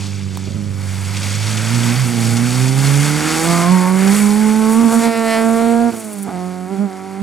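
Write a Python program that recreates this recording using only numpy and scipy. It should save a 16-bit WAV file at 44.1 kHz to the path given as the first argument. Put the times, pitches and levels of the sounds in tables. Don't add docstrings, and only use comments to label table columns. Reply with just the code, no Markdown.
import sys
import numpy as np
from scipy import signal
from scipy.fft import rfft, irfft, next_fast_len
from scipy.io import wavfile
from scipy.ndimage import uniform_filter1d

SR = 44100
rng = np.random.default_rng(int(sys.argv[2]) if len(sys.argv) > 2 else 0)


def undo_db(level):
    steps = np.asarray(level, float) / 20
    return 10 ** steps


def dump(signal):
    limited = np.clip(np.atleast_2d(signal).T, -1, 1)
    pcm = np.round(limited * 32767).astype(np.int16)
    wavfile.write(sys.argv[1], SR, pcm)


N = 318481
T = np.arange(N) / SR
FFT_LEN = next_fast_len(N, real=True)
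HZ = np.arange(FFT_LEN // 2 + 1) * SR / FFT_LEN

# (time [s], level [dB])
WIND_TONE = [(15, -4), (30, -4), (60, 0), (90, -20)]
WIND_LEVEL = [(0, -62), (2, -57), (4.5, -42), (5.7, -54), (6.3, -85), (7.22, -66)]
# (time [s], spray of slipping tyres [dB], mist of rolling tyres [dB], roar beside the spray [dB])
ROAD = [(0, -35.5, -62, -6.5), (.52, -42.5, -50, -4.5), (.84, -40, -38.5, 1), (1.35, -29, -33.5, -3),
        (2.0, -26.5, -26, 0.5), (2.1, -29, -27.5, -2), (2.99, -27.5, -25, 0.5), (3.32, -24, -26, 0),
        (4.07, -31, -23.5, 7.5), (4.13, -30.5, -22.5, 3), (4.52, -33, -27.5, 2.5), (5.04, -31, -23.5, 1),
        (5.1, -40, -29.5, 5.5), (5.4, -39, -26.5, 4.5), (5.87, -39.5, -33.5, 2.5), (6.0, -43.5, -36, -1.5),
        (6.35, -46, -41, 2.5), (7.22, -49, -46.5, 5.5)]
# (frequency [Hz], level [dB])
SPRAY_TONE = [(1500, -35), (2150, -5.5), (2800, -2), (4000, -4.5), (6000, -3), (8000, -7.5), (10500, -16),
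              (15700, -37)]
MIST_TONE = [(4000, -25), (7000, -3.5), (8500, 0.5), (10500, -2.5), (12500, -13.5), (16500, -16.5)]
ROAR_TONE = [(30, -27), (70, -23), (150, 5.5), (400, -2), (900, 0), (1600, 2), (2150, 3), (3200, -29)]
# (time [s], length [s], mist boost [dB])
SHEETS = [(3.42, 0.11, 5), (4.72, .03, 5.5), (4.935, 0.027, 5.5), (5.047, .015, 0)]
# (time [s], peak level [dB])
SPLASHES = [(0.349, -28), (0.4989, -30), (0.905, -27), (1.165, -14.5), (1.2286, -12.5), (1.381, -21),
            (1.57, -11.5), (2.365, -11.5), (2.6817, -16), (4.073, -14), (4.118, -16), (4.9194, -18),
            (5.0294, -23)]
# (time [s], level [dB], ring frequency [Hz], ring width [Hz], click share [0-1])
KNOCKS = [
    (.3728, -17, 1000, 300, .6),
    (.373, -26, 2100, 500, 0),
    (.4745, -17, 330, 130, 0),
    (6.2815, -18, 900, 500, .05),
    (6.2865, -18, 240, 80, 0),
    (6.292, -19, 1350, 300, .05),
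]
# (time [s], peak level [dB])
RASP_SPITS = [(5.965, -33), (6.005, -30), (6.045, -29), (6.135, -27), (6.2, -35), (6.232, -28)]
# (frequency [Hz], level [dB])
RASP_TONE = [(3240, -48), (5500, -19), (5950, -14), (8610, 1), (9920, 2), (11300, -7), (15700, -14)]
# (time [s], firing rate [Hz], level [dB], pulse edge [dB per octave of order])
ENGINE = [(0, 99.04, -25, -11.5), (.95, 95.6, -23, -13), (1.35, 101, -21.5, -14.5),
          (1.9, 119.3, -16.5, -11.5), (2.3, 114.5, -17, -10.5), (2.5, 123.1, -16.5, -11.5),
          (3.0, 143.2, -12, -13), (3.45, 163.6, -10.5, -12.5), (3.85, 182.4, -17, -10),
          (4.3, 207.2, -17.5, -9), (4.85, 227.9, -16, -7.5), (5.1, 228.7, -18, -7),
          (5.35, 223.8, -16, -6.5), (5.87, 235.4, -14, -8), (6.22, 197.1, -21.5, -5),
          (6.35, 180.2, -13, -7.5), (6.65, 182.9, -14.5, -9), (7.22, 194, -16.5, -8)]
# (time [s], rise [Hz], length [s], order 1 [dB], upper orders [dB])
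SLIPS = [(0.361, -3, 0.11, -2.5, 3.5), (0.621, 6, 0.064, -3, 3.5), (1.418, 2, 0.044, 0.5, -17),
         (1.749, 6, .04, 1, 1.5), (2.003, 14, 0.045, 1.5, -20), (2.122, 2, .04, -7, -1.5),
         (3.51, 4.5, .06, 0, 2), (3.74, 7, .055, 1, 0), (4.17, 8, .06, 0, -2), (4.43, 3.5, .06, 0, 0),
         (4.66, -2, .05, 0, 2), (4.81, 4, .04, 1, 0), (4.89, -2.5, 0.029, -4, 0),
         (4.94, 1.5, 0.029, 1, 4.5), (5.053, 2.5, 0.0314, 2.5, 4), (6.271, 5.5, 0.027, 0, 4),
         (6.726, 11.5, 0.036, 2, 3), (6.826, 18, 0.049, 7, 4), (7.23, 5.5, 0.028, 5.5, -3)]
# (time [s], added roughness [0-1], dying away [s], stumble [dB])
MISFIRES = [(.475, .4, .1, 1), (.52, 0, .01, -5), (.55, .07, 1.5, 0), (1.95, .15, .1, 0),
            (3.15, .08, .3, 0), (4.8, .05, .15, 0), (5.92, .25, .04, -11), (5.942, 0, .01, 5),
            (5.962, 0, .01, -4), (5.98, 0, .01, 3), (6.268, .8, .03, 0)]
# (order of the firing rate, level beside the lumpiness [dB])
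UNEVEN = [(.5, -9), (.75, -38), (1.25, -7.5), (1.5, -0.5), (1.75, -10), (2.25, -9.5), (2.5, -17),
          (2.75, -30), (3.498, -26), (3.75, -13.5), (4.5, -25), (5.5, -15.5), (6.5, -20)]
# (firing rate [Hz], quarter orders beside the engine [dB])
LUMPY = [(100, -15), (160, -24.5), (182, -28), (215, -24)]
# (frequency [Hz], level [dB])
CRACK_TONE = [(900, 11), (2300, 0), (3100, -7.5), (4500, -7.5), (6500, -20)]
# (time [s], length [s], crack boost
# [dB])
BARKS = [(3.3, 0.23, 18), (4.02, 0.079, 17), (5.05, .045, 14), (5.158, 0.067, 10), (5.334, 0.096, 14),
         (5.65, 0.098, 4.5)]
# (offset [octaves], width [octaves], level [dB])
NOTCH = [(0, 0.11, -7), (.35, 0.098, -1)]
# (frequency [Hz], width [Hz], level [dB])
AHEAD = [(159.7, 10.5, -17), (204, 22, 5), (240.4, 15.6, 8.5), (295, 5.6, 0), (307, 12, 2.5), (392, 11, 4),
         (416, 49, -1), (636, 39, -6.5), (790, 38, 5.5), (890, 99, 5), (1010, 27, 5), (1134, 40, 6.5),
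         (1226, 50.2, -20)]
BEHIND = [(188, 4.5, -9.5), (199.4, 5.2, 4.5), (220, 3.7, -8), (461.9, 30, -0.5), (569, 28, -9.5),
          (650, 67, 5), (751.2, 52, 7.5), (1130, 14, 1), (1182, 28, -6.5), (1318.3, 80, 3), (1614, 67, -2)]
# (frequency [Hz], width [Hz], level [dB])
BANK = [(700, 150, -16)]
# (frequency [Hz], width [Hz], level [dB])
INTAKE = [(691, 33, -24), (800, 30, -24), (920, 18, -20), (1077, 70, -23), (1200, 42, -27), (1378, 50, -31)]
# (frequency [Hz], width [Hz], level [dB], phase [rad])
PORTS = [(0, 1935, -4.3, -2.43), (572, 237, -7, 2.76), (1600, 600, -11.5, 3.5), (4083, 597, -4.5, 2.56),
         (5246, 883, -6, 1.46), (6632, 689, -13, .2), (9049, 873, -8.5, -.16), (9387, 735, -9, .9)]

PASS_S, TURN_S = 5.03, 0.11
BANK_S = 0.79
LIFT_S, CLUTCH_S, PEDAL_S = 5.905, 6.27, 0.0098
COAST_S = 0.065
LIFT_DB, COAST_DB, COAST_EDGE_DB = -11, -0.5, -3
LUMPY_LIFT_DB, MISFIRE_LUMP_DB = -1, 28
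SMOOTH_ROUGH, STUMBLE_S = .045, .008
CRACK_DB, REAR_CRACK_DB = -11, 1.5
NOTCH_HZ, NOTCH_OCTAVES_S, AIM_S = 3521, 1.3, 5.27
BEAT_HZ, BEAT_DB, BEAT_S = 9.5, 4.5, 0.21
INTAKE_TUNED_HZ, INTAKE_RANGE_HZ = 173.6, 14.3
RASP_FLOOR_DB, RASP_FALL_DB_S, RASP_END_S = -40, 800, 6.245
HOUSING_ECHO_HZ, HOUSING_ECHO = 1150, .25
ECHO_FROM_HZ = 1260


def curves(table):
    s, *columns = np.transpose(table)
    return [np.interp(T, s, c) for c in columns]


def bumps(x, table):
    return sum(height * np.exp(-((x - centre) / width) ** 2) for centre, width, height in table)


def step(s, length_s):
    return .5 + .5 * np.tanh((T - s) / length_s)


def walk(rate, count=6):
    held = np.repeat(rng.standard_normal(int(N / SR * rate) + 2), count)
    slewed = uniform_filter1d(uniform_filter1d(held, count), count)
    return 1.9 * np.interp(T * rate * count, np.arange(len(held)), slewed)


def filtered(x, response):
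    return irfft(rfft(x, FFT_LEN) * response, FFT_LEN)[:N]


def colour(x, points):
    hz, db = np.transpose(points)
    y = filtered(x, undo_db(np.interp(np.log(HZ + 1), np.log(hz), db, -90, -90)))
    return y / np.std(y)


def wind():
    shared = colour(rng.standard_normal(N), WIND_TONE)
    own = colour(rng.standard_normal(N), WIND_TONE)
    ports = np.array([0.52 * shared + .35 * own, 0.61 * shared - .35 * own])
    return ports * undo_db(curves(WIND_LEVEL)[0] + 1.8 * walk(4.9))


def patchy(points, turns, pulse, swell, own_db, grain_db):
    spectrum = 0
    low, high = points[0][0], points[-1][0]
    for hz in low * 2 ** np.arange(0, np.log2(high / low) + .5, .8):
        drops = rng.standard_normal(N) * undo_db(grain_db * walk(500) + own_db * walk(13) + swell)
        band = np.exp(-(np.log2((HZ + 1) / hz) / .5) ** 2)
        spectrum = spectrum + rfft(drops, FFT_LEN) * band
    pulsing = 1 + pulse * np.cos(2 * np.pi * turns)
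    return colour(irfft(spectrum, FFT_LEN)[:N] * pulsing, points)


def tyres(turns):
    spray_db, mist_db, roar_db = curves(ROAD)
    mist_db = mist_db + bumps(T, SHEETS)
    swell = 0.86 * walk(9) + 0.46 * walk(30)
    spray = patchy(SPRAY_TONE, turns, pulse=0.032, swell=swell, own_db=0.14, grain_db=1.5)
    mist = patchy(MIST_TONE, turns, pulse=0.21, swell=swell, own_db=-0.1, grain_db=1.0)
    roar = patchy(ROAR_TONE, turns, pulse=0.05, swell=swell, own_db=0.55, grain_db=0.5)
    return undo_db(spray_db) * (spray + undo_db(roar_db) * roar) + undo_db(mist_db - 5.5) * mist


def splashes(length_s=0.0073, rise_s=.005):
    shape = 0
    for s, db in SPLASHES:
        rise = np.clip((T - s) / rise_s, 0, 1)
        shape = shape + undo_db(db) * rise * np.exp(-np.clip(T - s, 0, 1) / length_s)
    return undo_db(-5.0) * shape * colour(rng.standard_normal(N), SPRAY_TONE)


def knocks():
    out = np.zeros(N)
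    t = T[:2000]
    for s, db, hz, width_hz, click_share in KNOCKS:
        ring = np.exp(-np.pi * width_hz * t) * np.sin(2 * np.pi * hz * t)
        click = np.exp(-t / 0.0013) * rng.standard_normal(len(t))
        out[int(s * SR):][:len(t)] += undo_db(db) * (ring + click_share * click)
    return out


def rasp(turns, width=0.15):
    peaks = [peak_db - RASP_FALL_DB_S * np.abs(T - s) for s, peak_db in RASP_SPITS]
    db = np.max(peaks + [RASP_FLOOR_DB + 0 * T], axis=0)
    coasting = step(RASP_SPITS[0][0], PEDAL_S) - step(RASP_END_S, .003)
    spit = np.exp(-(turns % 1) / width) * rng.standard_normal(N) * undo_db(1.9 * walk(59.75))
    return colour(spit, RASP_TONE) * undo_db(db) * coasting


def firings(hz, rough, jitter=0.18, scatter_db=2.5):
    turns = np.cumsum(hz) / SR
    chance = rng.standard_normal((2000, 2))
    index = np.arange(len(chance))
    late = np.interp(turns, index, chance[:, 0]) * jitter * rough
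    strength = undo_db(np.interp(turns, index, chance[:, 1]) * scatter_db * rough)
    return turns + late, strength


def orders(turns, bend, line_db, first, flutter_db=.9, shimmer=.18):
    out = 0
    for k, db in enumerate(line_db, first):
        level = np.sqrt(2) * undo_db(db + flutter_db * walk(25))
        out = out + level * np.cos(2 * np.pi * k * turns + bend * np.sqrt(k) + shimmer * walk(18))
    return out


def uneven(turns, level_db, wander_db=1.5):
    out = 0
    for k, db in UNEVEN:
        level = np.sqrt(2) * undo_db(level_db + db + wander_db * walk(9))
        out = out + level * np.cos(2 * np.pi * k * turns + 0.96 * walk(7))
    return out


def crack(hz, level_db, count=27):
    pipe_hz, pipe_db = np.transpose(CRACK_TONE)
    notch_hz = NOTCH_HZ * 2 ** (NOTCH_OCTAVES_S * (T - AIM_S))
    passed = step(PASS_S, PEDAL_S)
    lines = []
    for k in range(8, count):
        pipe = np.interp(np.log(k * hz), np.log(pipe_hz), pipe_db)
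        lines.append(level_db + pipe + passed * bumps(np.log2(k * hz / notch_hz), NOTCH))
    return lines


def exhaust(hz, level_db, edge_db, count=8):
    behind = step(PASS_S, TURN_S)
    beat = -np.cos(2 * np.pi * BEAT_HZ * (T - PASS_S)) - .5
    beat_db = BEAT_DB * np.exp(-((T - PASS_S) / BEAT_S) ** 4) * beat
    first_slip_db, upper_slip_db = [bumps(T, np.array(SLIPS)[:, [0, 2, c]]) for c in (3, 4)]
    tuned = (1 - behind) * np.exp(-((hz - INTAKE_TUNED_HZ) / INTAKE_RANGE_HZ) ** 2)
    howl = [(f, w, undo_db(db)) for f, w, db in INTAKE]
    lines = []
    for k in range(1, count):
        db = level_db + edge_db * np.log2(k)
        db += (1 - behind) * bumps(k * hz, AHEAD) + behind * bumps(k * hz, BEHIND)
        db += (1 - step(BANK_S, .2)) * bumps(k * hz, BANK)
        db += upper_slip_db if k > 1 else first_slip_db + beat_db
        lines.append(20 * np.log10(np.hypot(undo_db(db), tuned * bumps(k * hz, howl))))
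    return lines


def engine(hz, level_db, edge_db, rough, turns, strength):
    lifted = step(LIFT_S, PEDAL_S)
    coasting = step(LIFT_S + COAST_S, COAST_S) - step(CLUTCH_S, PEDAL_S)
    lumpy_db = level_db + np.interp(hz, *np.transpose(LUMPY)) + LUMPY_LIFT_DB * lifted
    lumpy_db = lumpy_db + MISFIRE_LUMP_DB * np.clip(rough - SMOOTH_ROUGH, 0, .3)
    level_db = level_db + LIFT_DB * lifted + COAST_DB * coasting
    edge_db = edge_db + COAST_EDGE_DB * coasting
    crack_db = level_db + np.log2(8) * edge_db + CRACK_DB
    crack_db = crack_db + REAR_CRACK_DB * step(PASS_S, PEDAL_S) + bumps(T, BARKS)
    stumble_db = bumps(T, [(s, STUMBLE_S, db) for s, _, _, db in MISFIRES])
    bend = -.9 + .35 * walk(1.5)
    low = undo_db(stumble_db) * strength * orders(turns, bend, exhaust(hz, level_db, edge_db), first=1)
    high = strength * orders(turns, bend, crack(hz, crack_db), first=8, shimmer=.12)
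    return low + uneven(turns, lumpy_db) + high


def housing_echo(x):
    echo = HOUSING_ECHO / (1 + (ECHO_FROM_HZ / (HZ + 1)) ** 4)
    return filtered(x, 1 / (1 - echo * np.exp(-2j * np.pi * HZ / HOUSING_ECHO_HZ)))


def scene():
    hz, level_db, edge_db = curves(ENGINE)
    hz = hz + bumps(T, np.array(SLIPS)[:, [0, 2, 1]])
    rough = SMOOTH_ROUGH
    for s, more, length, _ in MISFIRES:
        rough = rough + more * (T > s) * np.exp(-np.abs(T - s) / length)
    turns, strength = firings(hz, rough)
    noises = tyres(turns) + splashes() + knocks() + rasp(turns)
    car = housing_echo(noises) + engine(hz, level_db, edge_db, rough, turns, strength)
    return np.tile(car, (2, 1))


def low_pass(x):
    return signal.sosfilt(signal.butter(12, 15890, fs=SR, output="sos"), x)


def record(dry):
    low_cut = signal.butter(4, 70, "high", fs=SR, output="sos")
    mid = signal.sosfilt(low_cut, filtered(dry[0], HZ < 15850))
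    modes = 0
    for hz, width_hz, db, rad in PORTS:
        modes = modes + undo_db(db) * np.exp(1j * rad) / (1 + 2j * (HZ - hz) / width_hz) ** 2
    side = filtered(mid, modes / (1 + (HZ / 11700) ** 20))
    ports = np.array([mid + side, mid - side]) + wind()
    rounded = np.tanh(.9 * ports) / .9
    return low_pass(rounded)


dry = scene()
out = record(dry)
dump(out)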